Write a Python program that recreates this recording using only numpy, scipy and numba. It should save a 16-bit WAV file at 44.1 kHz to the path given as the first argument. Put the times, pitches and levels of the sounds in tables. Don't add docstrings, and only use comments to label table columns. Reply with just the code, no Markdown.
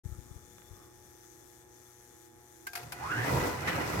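import sys
import numpy as np
from scipy import signal
from scipy.fft import rfft, irfft
from scipy.io import wavfile
from scipy.ndimage import uniform_filter1d, map_coordinates
from numba import njit

SR = 44100
rng = np.random.default_rng(int(sys.argv[2]) if len(sys.argv) > 2 else 0)


def to_wav(sig):
    pcm = np.clip(np.atleast_2d(sig), -1, 1) * 32767
    pcm = np.round(pcm).astype(np.int16)
    wavfile.write(sys.argv[1], SR, pcm.T)


N = 176400
T = np.arange(N) / SR
FREQS = np.maximum(np.arange(N // 2 + 1) * SR / N, 1)
HUM_HZ = 119.97


def undb(db):
    return 10 ** (np.asarray(db) / 20)


def unit(x):
    return x / np.sqrt(np.mean(x ** 2))


def pan(db):
    return undb(np.array([[db], [-db]]) / 2)


def walk(rate):
    hold = int(SR / rate)
    steps = np.repeat(rng.standard_normal(N // hold + 1), hold)
    return 1.3 * uniform_filter1d(uniform_filter1d(steps, hold), hold)[:N]


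def noise():
    return rng.standard_normal((2, N))


def colour(x, table):
    hz, *sides = np.array(table, float).T
    ends = 1 / np.maximum(1, np.maximum(hz[0] / FREQS, FREQS / hz[-1])) ** 3
    gain = undb([np.interp(np.log(FREQS), np.log(hz), side) for side in sides]) * ends
    return irfft(rfft(x) * gain, N) * np.sqrt(SR / 2)


def spaced(x, alike_hz):
    mid, side = rfft(x)
    alike = .97 / (1 + (FREQS / alike_hz) ** 3)
    return irfft(mid * np.sqrt((1 + alike) / 2) + side * np.sqrt((1 - alike) / 2) * [[1], [-1]], N)


def ring(modes):
    t, out = T[:SR // 2], 0
    for hz, db, t60 in modes:
        phase = min(hz / 1500, 1) * rng.random((2, 1))
        out += undb(db - 60 * t / t60) * np.sin(2 * np.pi * (hz * t + phase))
    return out


def through(x, response):
    return signal.fftconvolve(x, response, axes=-1)[:, :N]


def high_pass(x, hz):
    return signal.sosfilt(signal.butter(3, hz, "high", fs=SR, output="sos"), x)


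def add(out, start, x):
    i = int(start * SR)
    out[:, i:i + x.shape[-1]] += x[..., :N - i]


@njit
def band_pass(x, hz, width_hz):
    y, band_state, low_state = np.empty(len(x)), 0., 0.
    for i in range(len(x)):
        g, damping = np.tan(np.pi * hz[i] / SR), width_hz / hz[i]
        band = (band_state + g * (x[i] - low_state)) / (1 + g * (g + damping))
        band_state = 2 * band - band_state
        low_state += 2 * g * band
        y[i] = damping * band
    return y


def resonance(hz, width_hz):
    hz = hz * np.ones(N)
    once = band_pass(rng.standard_normal(N), hz, float(width_hz))
    return unit(band_pass(once, hz, float(width_hz)))


def tone(hz, waver, rate):
    pitch = hz * (1 + waver * walk(rate))
    return np.sqrt(2) * np.sin(2 * np.pi * np.cumsum(pitch) / SR)


def room_air():
    # (frequency [Hz], left [dB per Hz], right [dB per Hz])
    spectrum = [(52,-97.5,-83.5), (85,-82,-95.5), (170,-106.5,-91), (297,-87.5,-99), (410,-89.5,-103),
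                (675,-101,-101), (1190,-103,-102)]
    return colour(spaced(noise(), alike_hz=480), spectrum) * undb(2.1 * walk(8.2))


def timer_hum():
    # (multiple of HUM_HZ, relative level [dB])
    partials = [(1, -4), (2, -16), (3, 0.5), (4, -9), (6, -13), (7, -3.5), (8, -16.5), (9, -20),
                (13, -15.5), (14, -21.5)]
    hum = 0
    for multiple, db in partials:
        hum += undb(db + .6 * walk(5.55)) * np.sin(2 * np.pi * (multiple * HUM_HZ * T + rng.random()))
    housing = undb(-77) * pan(-30) * resonance(331.7, width_hz=4.2)
    return undb(-61.5) * unit(hum) + housing


def rattle():
    decay_cycles, repeat_below_hz = .19, 8500
    phase = (HUM_HZ * T + .0494) % 1
    position = phase * SR / HUM_HZ
    repeated = np.array([map_coordinates(n, [position], order=3, mode="wrap") for n in noise()[:, :1024]])
    share = .58 / np.sqrt(1 + (FREQS / repeat_below_hz) ** 8)
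    grain = irfft(share * rfft(repeated) + np.sqrt(1 - share ** 2) * rfft(noise()), N)
    return unit(grain * (.5 + np.exp(-phase / decay_cycles)))


def timer_buzz():
    # (frequency [Hz], relative level [dB], t60 [s])
    case_modes = [(5420, -4.5, 0.0097), (6080, 5, 0.007), (6980, 4.5, 0.0061), (8020, 2.5, 0.0062),
                  (9050, -4, 0.0056), (11050, -0.5, 0.0049), (12220, 4, .006)]
    # (frequency [Hz], left [dB], right [dB])
    spectrum = [(1080, -104, -103), (1290, -100, -101), (1480, -103, -97), (2040, -105, -99),
                (2840, -109, -108), (3300, -102, -110), (4950, -104, -115), (5200, -98.5, -114),
                (6100, -98, -117), (6760, -97, -125), (7860, -99, -128), (8840, -97.5, -122),
                (9900, -102, -120), (10700, -96.5, -116), (11700, -100.5, -116), (12400, -98, -114),
                (13600, -101, -114), (15700, -107, -118)]
    # (time [s], depth on the left [dB], recovery [s])
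    dips = [(.9, -4, 0.082), (1.655, -5.5, 0.077), (2.31, -4.5, 0.16)]
    strikes = rattle()
    case = sum(through(strikes, ring([mode])) * undb(2.2 * walk(8.84)) for mode in case_modes)
    buzz = colour(unit(rattle() + undb(-4) * unit(case)), spectrum)
    dip_db = sum(db * np.exp(-np.maximum((T - s) / back, (s - T) / .026) ** 2) for s, db, back in dips)
    return buzz * undb(1 + dip_db * np.array([[1], [.4]]) + .5 * walk(31.73))


def handling():
    # (time [s], level [dB], half-width [s])
    bumps = [(0.059, -23.5, 0.0038), (0.093, -33, 0.0057), (0.122, -28, 0.0045), (0.189, -29.5, 0.0039),
             (0.314, -33, 0.0035), (0.363, -35.5, 0.0044), (0.713, -36.5, 0.0042), (0.734, -39.5, 0.0042)]
    # (time [s], level [dB])
    ticks = [(0.5839, -36), (0.62, -36.5)]
    tick_s, settle_s = .0001, .4
    out = np.zeros((2, N))
    for s, db, width in bumps:
        u = (T - s) / width
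        out -= undb(db) * (1 - 2 * u ** 2) * np.exp(-u ** 2) * undb([[0], [-22]])
    for s, db in ticks:
        add(out, s, undb(db) * undb([[-16], [0]]) * np.exp(-(T[:400] / tick_s - 2) ** 2))
    rumble = undb(-53) * pan(11.3) * resonance(71, width_hz=144) * np.exp(-T / settle_s)
    return high_pass(out + rumble, 44)


def rustles():
    # (time [s], centre [Hz], level [dB], half-width [s])
    swells = [(.135, 1280, -68.5, 0.031), (.35, 1230, -70, 0.07), (0.815, 1190, -67.5, 0.084),
              (1.89, 1320, -73, .04)]
    out = 0
    for s, hz, db, width in swells:
        out += undb(db) * np.exp(-((T - s) / width) ** 2 / 2) * resonance(hz, width_hz=290)
    return pan(-7) * out


def gear_whine():
    # (time [s], level [dB])
    levels = [(.22, -79), (.27, -74), (.35, -83), (.5, -76), (.75, -75), (.9, -81.5), (2.6, -83.5)]
    gain = undb(np.interp(T, *np.array(levels).T, left=-120))
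    return pan(14.5) * resonance(3485, width_hz=55) * gain


def contacts():
    # (time [s], crack [dB], timer ring [dB], panel ring [dB])
    snaps = [(2.668, -34.5, -28, -57), (2.732, -39.5, -43, -46.5), (2.752, -31.5, -43, -55),
             (2.756, -33.5, -43, -45.5), (2.772, -36, -53, -45.5), (2.829, -44, -60, -50.5),
             (2.921, -34, -36.5, -52), (2.926, -44, -49, -46.5)]
    # (frequency [Hz], relative left [dB], relative right [dB])
    spectrum = [(302, -9, -6.5), (880, 1, 0), (2530, 0, 5.5), (3660, -2, -8.5), (4850, 5, -10),
                (5970, -0.5, -19), (7500, -3, -45), (10200, 0.5, -23), (12600, 3.5, -16), (15500, -9, -18)]
    # (frequency [Hz], relative level [dB], t60 [s])
    timer_modes = [(1370, -19, .06), (1538, 0.5, 0.041), (1597, -10, .19), (1685, -15, .07),
                   (2070, -13, 0.056), (2180, -21, 0.041), (7690, -2, 0.014)]
    panel_modes = [(357, -10.5, .45), (711, -0.5, 0.29), (795, -4.5, 0.17), (955, -9, 0.18),
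                   (1395, 0, 0.087), (2230, -7, .12), (2463, -5, .13)]
    rise_s, decay_s, tail_s = .0014, .0075, .059
    out, t = np.zeros((2, N)), T[:SR // 2]
    rise = 1 - np.exp(-t / rise_s)
    fall = np.exp(-t / decay_s) + undb(-21) * np.exp(-t / tail_s)
    for s, crack_db, timer_db, panel_db in snaps:
        crack = undb(crack_db) * unit(colour(noise(), spectrum))[:, :len(t)] * fall
        ringing = undb(timer_db) * ring(timer_modes) + undb(panel_db) * ring(panel_modes)
        add(out, s, rise * (crack + ringing))
    return out


def spray():
    drops_per_s, drop_share = 1200, .53
    impacts = (rng.random((2, N)) < drops_per_s / SR) * np.sign(noise())
    drops = impacts * undb(2 * np.minimum(rng.exponential(size=(2, N)), 5))
    return spaced(np.sqrt(drop_share) * unit(drops) + np.sqrt(1 - drop_share) * noise(), alike_hz=460)


def tub_wash():
    # (frequency [Hz], relative left [dB], relative right [dB])
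    spectrum = [(30.5,-98,-92), (45.7,-65,-70), (64,-57,-52.5), (163,-53.5,-53.5), (200,-64,-60.5),
                (302,-67,-59.5), (500,-60.5,-63), (595,-64.5,-63.5), (970,-65.5,-64.5), (1480,-68.5,-66.5),
                (1870,-72,-62.5), (2510,-71.5,-73), (3160,-76.5,-84), (5140,-76.5,-91), (7130,-78,-113),
                (9600,-84.5,-112), (13000,-83,-101), (15400,-88.5,-104)]
    # (frequency [Hz], relative level [dB], t60 [s])
    tub_modes = [(135, -4, 0.2), (257.4, -8.5, 0.18), (309.8, -1, 0.43), (491, -3, 0.16), (672, -10, 0.23),
                 (743, -4.5, 0.46), (834, -5.5, 0.4), (913, -12.5, 0.66), (991, -2.5, 0.54),
                 (1470, -1.5, 0.33), (1840, -5, 0.088), (1976, 0, 0.23)]
    echo_t60_s = .068
    hits = spray()
    response = noise()[:, :SR // 2] * undb(-60 * T[:SR // 2] / echo_t60_s)
    echo = unit(high_pass(through(hits, response), 600))
    wash = colour(hits + undb(-6) * echo, spectrum)
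    steel = pan(1.1) * high_pass(through(spray(), ring(tub_modes)), 95)
    return unit(wash) + undb(-9) * unit(steel)


def water():
    # (time [s], bass [dB], low mids [dB], high mids [dB], treble [dB])
    flow = [(2.74, -73, -81, -78, -77), (2.8, -68, -51.5, -51.5, -55.5), (2.85, -53, -57, -57.5, -61),
            (2.91, -51.5, -58.5, -57.5, -65), (2.98, -61, -53.5, -52, -58.5),
            (3.05, -48, -52.5, -48, -55.5), (3.12, -50.5, -43.5, -50, -49.5), (3.2, -45, -41, -43, -50.5),
            (3.27, -45.5, -36, -38.5, -45), (3.35, -34.5, -31.5, -37.5, -44.5),
            (3.5, -38, -35, -39.5, -46.5), (3.59, -43.5, -43, -44.5, -51.5), (3.66, -44, -41, -40.5, -51),
            (3.688, -36.5, -34, -35, -46), (3.76, -36.5, -35, -37.5, -47.5),
            (3.84, -42, -39.5, -38.5, -49.5), (3.92, -39, -38, -39, -46.5), (4.0, -34.5, -38, -42, -48.5)]
    edges = [42, 220, 1150, 3200, 16000]
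    trim_db, flicker_db = .98, 1.25
    sizzle_hz, threshold_db, extra_db_per_db = 10500, -53.5, .58
    spectrum = rfft(tub_wash())
    times, *levels = np.array(flow).T
    out = 0
    for lo, hi, db in zip(edges, edges[1:], levels):
        band = unit(irfft(spectrum * (FREQS >= lo) * (FREQS < hi), N))
        out += band * undb(trim_db + np.interp(T, times, db, left=-120) + flicker_db * walk(35))
    sizzle = irfft(rfft(out) / (1 + (sizzle_hz / FREQS) ** 8), N)
    boost_db = extra_db_per_db * np.maximum(np.interp(T, times, levels[-1]) - threshold_db, 0)
    return out + sizzle * (undb(boost_db) - 1)


def pump():
    # (time [s], level [dB])
    run_up = [(2.78, -70), (2.84, -52.5), (2.91, -61.5), (3.055, -53), (3.105, -57), (3.14, -47),
              (3.205, -36), (3.25, -43), (3.29, -60)]
    surge_s, surge_width_s = 3.35, .055
    drone_db = np.interp(T, *np.array(run_up).T, left=-120, right=-120) + 1.1 * walk(26.7)
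    boom = undb(-34) * np.exp(-((T - surge_s) / surge_width_s) ** 2) * tone(137.2, waver=.06, rate=60)
    drone = undb(drone_db) * tone(121.9, waver=.02, rate=40)
    return pan(-2.9) * (drone + boom)


def arm_swish():
    # (time [s], centre [Hz], level [dB])
    sweep = [(3.0, 837.3, -49), (3.028, 850, -38.5), (3.052, 1010, -36.5), (3.095, 1297, -39.5),
             (3.12, 1460, -30.5), (3.164, 1540, -36.5), (3.2, 1690, -36), (3.255, 1842, -40),
             (3.31, 2000, -51)]
    whistle_share, width_hz = .36, 420
    times, hz, db = np.array(sweep).T
    centre = np.interp(T, times, hz)
    gain = undb(np.interp(T, times, db, left=-120, right=-120))
    whistle = np.sqrt(whistle_share) * tone(centre, waver=.045, rate=300)
    hiss = np.sqrt(1 - whistle_share) * np.array([resonance(centre, width_hz) for _ in range(2)])
    overtone = undb(-13.5) * np.sqrt(gain / gain.max()) * resonance(centre * 1.864, width_hz / 2)
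    return (whistle + hiss + overtone) * pan(-1.5) * gain


def jet_slap():
    # (frequency [Hz], relative left [dB], relative right [dB])
    spectrum = [(900, -18, -23), (1870, 8, 12.5), (2800, 0, -5), (4000, -5, -17), (7000, -15, -42)]
    start_s, rise_s, decay_s = 3.673, .0032, .044
    t = np.maximum(T - start_s, 0)
    envelope = (1 - np.exp(-t / rise_s)) * np.exp(-t / decay_s)
    return undb(-29) * unit(colour(spray(), spectrum)) * envelope


def scene():
    fade_in = np.clip((T - .035) / .015, 0, 1)
    quiet = room_air() + gear_whine() + timer_hum() + timer_buzz() + rustles() + handling()
    return quiet * fade_in + contacts() + pump() + water() + arm_swish() + jet_slap()


def record(dry):
    lag_samples, top_hz = 5, 15900
    pair = np.array([dry[0], np.pad(dry[1], (lag_samples, 0))[:N]])
    return signal.sosfilt(signal.ellip(10, .2, 70, top_hz, fs=SR, output="sos"), pair)


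dry = scene()
out = record(dry)
to_wav(out)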